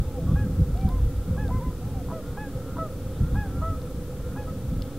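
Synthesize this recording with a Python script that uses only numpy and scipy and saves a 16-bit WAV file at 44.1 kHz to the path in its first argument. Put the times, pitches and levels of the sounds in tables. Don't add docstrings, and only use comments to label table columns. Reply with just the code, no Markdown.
import sys
import numpy as np
from scipy import signal
from scipy.fft import rfft, irfft, next_fast_len
from scipy.io import wavfile
from scipy.ndimage import map_coordinates

SR = 44100
rng = np.random.default_rng(int(sys.argv[2]) if len(sys.argv) > 2 else 0)


def store_wav(level_fs):
    pcm = np.round(np.clip(np.atleast_2d(level_fs), -1, 1) * 32767)
    wavfile.write(sys.argv[1], SR, pcm.T.astype(np.int16))


N = 220026
TIME_S = np.arange(N) / SR


def amp(db):
    return 10 ** (np.asarray(db) / 20)


def unit(x):
    return x / np.sqrt(np.mean(x ** 2) + 1e-20)


def along(points, hz):
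    f_hz, values = np.transpose(points)
    return np.interp(np.log(hz + 1), np.log(f_hz + 1), values)


def wobble(rate_hz, count=N):
    knots = rng.standard_normal(int(count * rate_hz / SR) + 4)
    return map_coordinates(knots, [np.arange(count) * rate_hz / SR])


def filtered(x, response):
    size = next_fast_len(x.shape[-1] + 8192)
    spectrum = rfft(x, size) * response(np.fft.rfftfreq(size, 1 / SR))
    return irfft(spectrum, size)[..., :x.shape[-1]]


def resonance(f, centre_hz, width_hz):
    damping = 1j * f * width_hz
    return damping / (centre_hz ** 2 - f * f + damping)


def resonances(modes):
    return lambda f: sum((-1) ** k * amp(db) * resonance(f, centre_hz, width_hz)
                         for k, (centre_hz, width_hz, db) in enumerate(modes))


def noise(spectrum):
    return unit(filtered(rng.standard_normal(N), lambda hz: amp(along(spectrum, hz))))


def edges(n):
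    attack_s, release_s = 0.0085, 0.012
    t = np.arange(n) / SR
    return np.clip(np.minimum(t / attack_s, t[::-1] / release_s), 0, 1)


def sing(bird, length_s, first_hz, top_hz, last_hz, top, first_db, octave_db):
    voices = {"high": (10, 1.7, -16, -22), "middle": (12.5, 1.5, -23, -40), "low": (4, 2.5, -19, -19),
              "far": (0, 2.5, -19, -40)}
    rise_power = 2.1
    slack_db_per_share = 180
    octave_slack = 0.13
    fade_db, flicker_db, *upper_db = voices[bird]
    n, top = round(length_s * SR), np.clip(top, .02, .98)
    u = np.linspace(0, 1, n)
    rising_hz = top_hz - (top_hz - first_hz) * np.abs(1 - u / top) ** rise_power
    falling_hz = top_hz - (top_hz - last_hz) * ((u - top) / (1 - top)) ** 2
    hz = np.where(u < top, rising_hz, falling_hz)
    wavered_hz = hz * (1 + 0.006 * wobble(70, count=n))
    phase = 2 * np.pi * np.cumsum(wavered_hz) / SR
    slack_db = slack_db_per_share * np.abs(1 - hz / top_hz)
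    levels_db = [first_db, octave_db - octave_slack * slack_db]
    levels_db += [max(first_db, octave_db) + db - slack_db for db in upper_db]
    tones = [amp(db + flicker_db * wobble(51, count=n)) * np.sin(k * phase + rng.uniform(0, 2 * np.pi))
             for k, db in enumerate(levels_db, start=1)]
    return np.sqrt(2) * edges(n) * amp(-fade_db * u ** 2) * sum(tones)


def swans():
    # bird, t/s, length/s, first f/Hz, top f/Hz, last f/Hz, place of top (0-1),
    # fundamental level/dB, octave level/dB (both before fade and flicker)
    notes = [("far", 0.0, .13, 670, 870, 830, .55, -55.5, -75),
             ("far", .135, 0.063, 815, 820, 715, .1, -50.5, -75),
             ("middle", .19, .15, 680, 650, 635, 0.31, -48, -59),
             ("high", .352, .11, 765, 840, 765, .38, -47.5, -42.5),
             ("far", .745, 0.189, 640, 778, 690, 0.398, -43, -70),
             ("low", .878, .125, 480, 524, 490, .5, -63, -44.5),
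             ("high", 1.372, .12, 800, 851, 745, 0.29, -44.5, -43),
             ("middle", 1.48, .055, 647, 660, 640, .4, -45.5, -53),
             ("low", 1.5, 0.11, 488, 514, 470, 0.67, -64, -39),
             ("low", 1.602, .12, 430, 510, 490, 0.426, -65, -43),
             ("far", 1.805, .125, 680, 860, 850, 0.97, -52.5, -75),
             ("far", 1.94, .09, 785, 790, 665, .05, -49, -68),
             ("middle", 2.118, 0.097, 635, 657, 585, .3, -38, -46),
             ("high", 2.368, .128, 780, 852, 770, .36, -41.5, -43),
             ("middle", 2.782, 0.1, 645, 655, 587, 0.32, -36, -33),
             ("high", 3.35, .135, 780, 845, 735, .36, -40.5, -40.5),
             ("middle", 3.615, 0.15, 622, 656, 615, 0.44, -38.5, -33),
             ("high", 4.358, .105, 785, 845, 755, 0.35, -43.5, -50),
             ("middle", 4.47, 0.052, 635, 650, 610, .5, -49.5, -42)]
    out = np.zeros(N)
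    for bird, start_s, *note in notes:
        voice = sing(bird, *note)
        out[round(start_s * SR):][:len(voice)] += voice
    return out


def echoes(x):
    t60_s, build_s = 0.69, 0.026
    t = np.arange(SR // 2) / SR
    tail = rng.standard_normal(len(t)) * amp(-60 * t / t60_s) * np.clip(t / build_s, 0, 1)
    return signal.fftconvolve(x, tail / np.linalg.norm(tail))[:N]


def wind():
    # t/s, deep level/dB, upper level/dB (before random wobble)
    lulls = [(0.0, -33.5, -35.5), (0.22, -31.5, -34), (0.39, -31.5, -31.5), (1.11, -30, -34.5),
             (1.28, -31, -34), (1.54, -29, -33), (1.81, -39.5, -37), (2.56, -40, -36), (3.25, -36.5, -35),
             (3.4, -33, -33.5), (3.81, -40.5, -34), (4.06, -39.5, -38), (4.67, -35, -36),
             (4.99, -38, -39.5)]
    # peak t/s, half-length/s, deep peak level/dB, upper peak level/dB
    eddies = [(0.0, 0.019, -23, -23.5), (.28, 0.029, -28.5, -27.5), (0.333, 0.021, -21, -22),
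              (0.456, 0.025, -33, -29), (0.613, 0.02, -24, -18.5), (0.869, 0.027, -22.5, -24.5),
              (0.943, 0.014, -31, -27.5), (1.052, 0.051, -21.5, -35), (1.306, .025, -29, -32.5),
              (1.57, .025, -27.5, -34), (1.677, 0.022, -27.5, -27), (1.868, .015, -36, -32),
              (1.975, 0.013, -35, -31), (2.066, .025, -34, -46), (2.566, 0.023, -35, -37),
              (3.066, 0.017, -32, -38.5), (3.225, 0.017, -26, -20), (3.357, 0.035, -21.5, -30),
              (3.61, 0.048, -28, -36), (4.724, 0.013, -33, -25.5), (4.783, .03, -26, -35),
              (4.99, 0.019, -29, -38)]
    # f/Hz, relative density/dB
    deep_spectrum = [(8.8, -33), (15, -18), (43, 2.5), (90, -1.5), (120, -16.5), (200, -120)]
    upper_spectrum = [(35, -38), (60, -8), (94, -2.5), (174, -7), (280, -18.5), (333, -24.5), (400, -33),
                      (520, -83), (880, -120)]
    lull_s, deep_db, upper_db = np.transpose(lulls)
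    peak_s, half_s, *thump_db = np.transpose(eddies)
    bumps = np.exp(-((TIME_S - peak_s[:, None]) / half_s[:, None]) ** 2)
    deep_thumps, upper_thumps = amp(thump_db) @ bumps
    deep_level = amp(np.interp(TIME_S, lull_s, deep_db) + 2.94 * wobble(12)) + deep_thumps
    upper_level = amp(np.interp(TIME_S, lull_s, upper_db) + 2.4 * wobble(14)) + upper_thumps
    deep = deep_level * noise(deep_spectrum)
    upper = upper_level * noise(upper_spectrum)
    return deep * amp([[-.12], [.12]]) + upper


def land():
    # f/Hz, relative density/dB
    distance = [(71, -77), (120, -6), (228, -18.5), (279, -10.5), (311, -15.5), (497, -16), (554, -25),
                (1030, -31.5), (1290, -30), (2020, -40.5), (5000, -50), (6500, -76), (11000, -120)]
    # f/Hz, resonator width/Hz, rms level before wobble/dB
    drone = [(272.4, 34, -46), (503.8, 58.4, -45), (803.6, 35, -63), (1304, 132, -60.5), (3495, 760, -68.5)]
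    out = amp(-42 + 0.27 * wobble(4.13)) * noise(distance)
    for centre_hz, width_hz, db in drone:
        band = filtered(rng.standard_normal(N), lambda f: resonance(f, centre_hz, width_hz) ** 2)
        out += amp(db + 1.56 * wobble(4.996) + 2.05 * wobble(30)) * unit(band)
    return out


def pulses(hz, rough):
    drift = rough * wobble(190, count=len(hz))
    phase = 2 * np.pi * np.cumsum(hz * (1 + 0.13 * drift)) / SR
    stack = np.cos(np.arange(2, 16)[:, None] * phase).sum(0)
    return stack * amp(16 * rough * wobble(243, count=len(hz)))


def rasps():
    # t/s, length/s, first pulse rate/Hz, level before envelope/dB, throat f/Hz, upper ring/dB
    bursts = [(.262, 0.076, 140, -45.5, 1120, -2), (0.348, 0.028, 155.4, -47, 1130, 0),
              (.87, 0.033, 148, -53, 1000, 7), (1.359, 0.029, 159, -46.5, 1080, -7),
              (1.477, 0.043, 148.5, -44, 800, -3), (2.078, 0.065, 135.5, -40.5, 1010, -4),
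              (2.361, 0.028, 161, -47, 1060, -5), (2.754, 0.047, 137.7, -40.5, 994, 2),
              (3.339, 0.029, 156, -45, 1000, 5), (3.601, 0.062, 136.4, -45, 1000, 3),
              (4.35, 0.033, 162, -47, 990, 6), (4.46, 0.031, 136.6, -52, 980, -6)]
    rise = 0.066
    out = np.zeros(N)
    for start_s, length_s, first_hz, db, centre_hz, upper_db in bursts:
        n = round(length_s * SR)
        pipe = resonances([(650, 300, -8), (centre_hz, 70, 8), (1390, 220, upper_db)])
        hz = first_hz * (1 + np.linspace(0, rise, n))
        voice = filtered(pulses(hz, rough=.16), lambda f: pipe(f) / (1 + 1j * f / 1500) ** 4)
        out[round(start_s * SR):][:n] += amp(db) * unit(voice) * np.hanning(n) ** 0.38
    return out


def ticks():
    # t/s, peak level/dB, treble tilt/(dB per octave)
    knocks = [(0.7738, -40, -11), (0.8116, -40, -4), (0.8891, -35, 8), (1.4804, -39, 0.5), (3.8176, -38, 1),
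              (4.8212, -30.5, -3)]
    # f/Hz, width/Hz, level/dB
    shell = [(3550, 500, 3.5), (4950, 470, -0.5), (11900, 5500, -15)]
    t60_s = 0.0087
    body = resonances(shell)
    out, t = np.zeros((2, N)), np.arange(600) / SR
    for start_s, db, tilt_db in knocks:
        knock = rng.standard_normal((2, len(t))) * amp(-60 * t / t60_s)
        knock = knock + 3.7 * knock.mean(0)
        snap = filtered(knock, lambda f: body(f) * amp(tilt_db * np.log2(f / 3600 + .01)))
        out[:, round(start_s * SR):][:, :len(t)] += amp(db) * snap / np.abs(snap).max()
    return out


def grunts():
    # t/s, length/s, last f/Hz, last level before closing/dB
    calls = [(1.17, 0.2, 181, -56.5), (2.22, 0.15, 185.5, -52.5), (2.581, 0.19, 158, -51.5),
             (3.19, 0.15, 182.5, -51), (3.421, .19, 198.3, -50.5), (4.201, 0.17, 183, -53)]
    # f/Hz, width/Hz, level/dB
    windpipe = [(777, 87, -7), (1040, 300, -13), (1358, 62, 1)]
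    rise, swell_db = .085, 8
    out = np.zeros(N)
    for start_s, length_s, last_hz, db in calls:
        left = np.linspace(1, 0, round(length_s * SR))
        source = pulses(last_hz * (1 - rise * left), rough=.05)
        voice = unit(filtered(source, resonances(windpipe)))
        level = edges(len(left)) * amp(db - swell_db * left ** 2)
        out[round(start_s * SR):][:len(left)] += level * voice
    return out


def scene():
    calls = swans() + grunts() + rasps()
    return calls + amp(-17.0) * echoes(calls) + land() + wind() + ticks()


def record(dry):
    # f/Hz, relative density/dB
    hiss_spectrum = [(90, -60), (200, -28), (300, -11), (500, -2), (2000, -2.5), (2500, -1.5), (9000, -1.5),
                     (15700, -2.5)]
    top_hz = 15730
    hiss = amp(-52) * np.array([noise(hiss_spectrum), noise(hiss_spectrum)])
    return filtered(dry + hiss, lambda hz: hz < top_hz) + [[.0062], [.0092]]


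dry = scene()
out = record(dry)
store_wav(out)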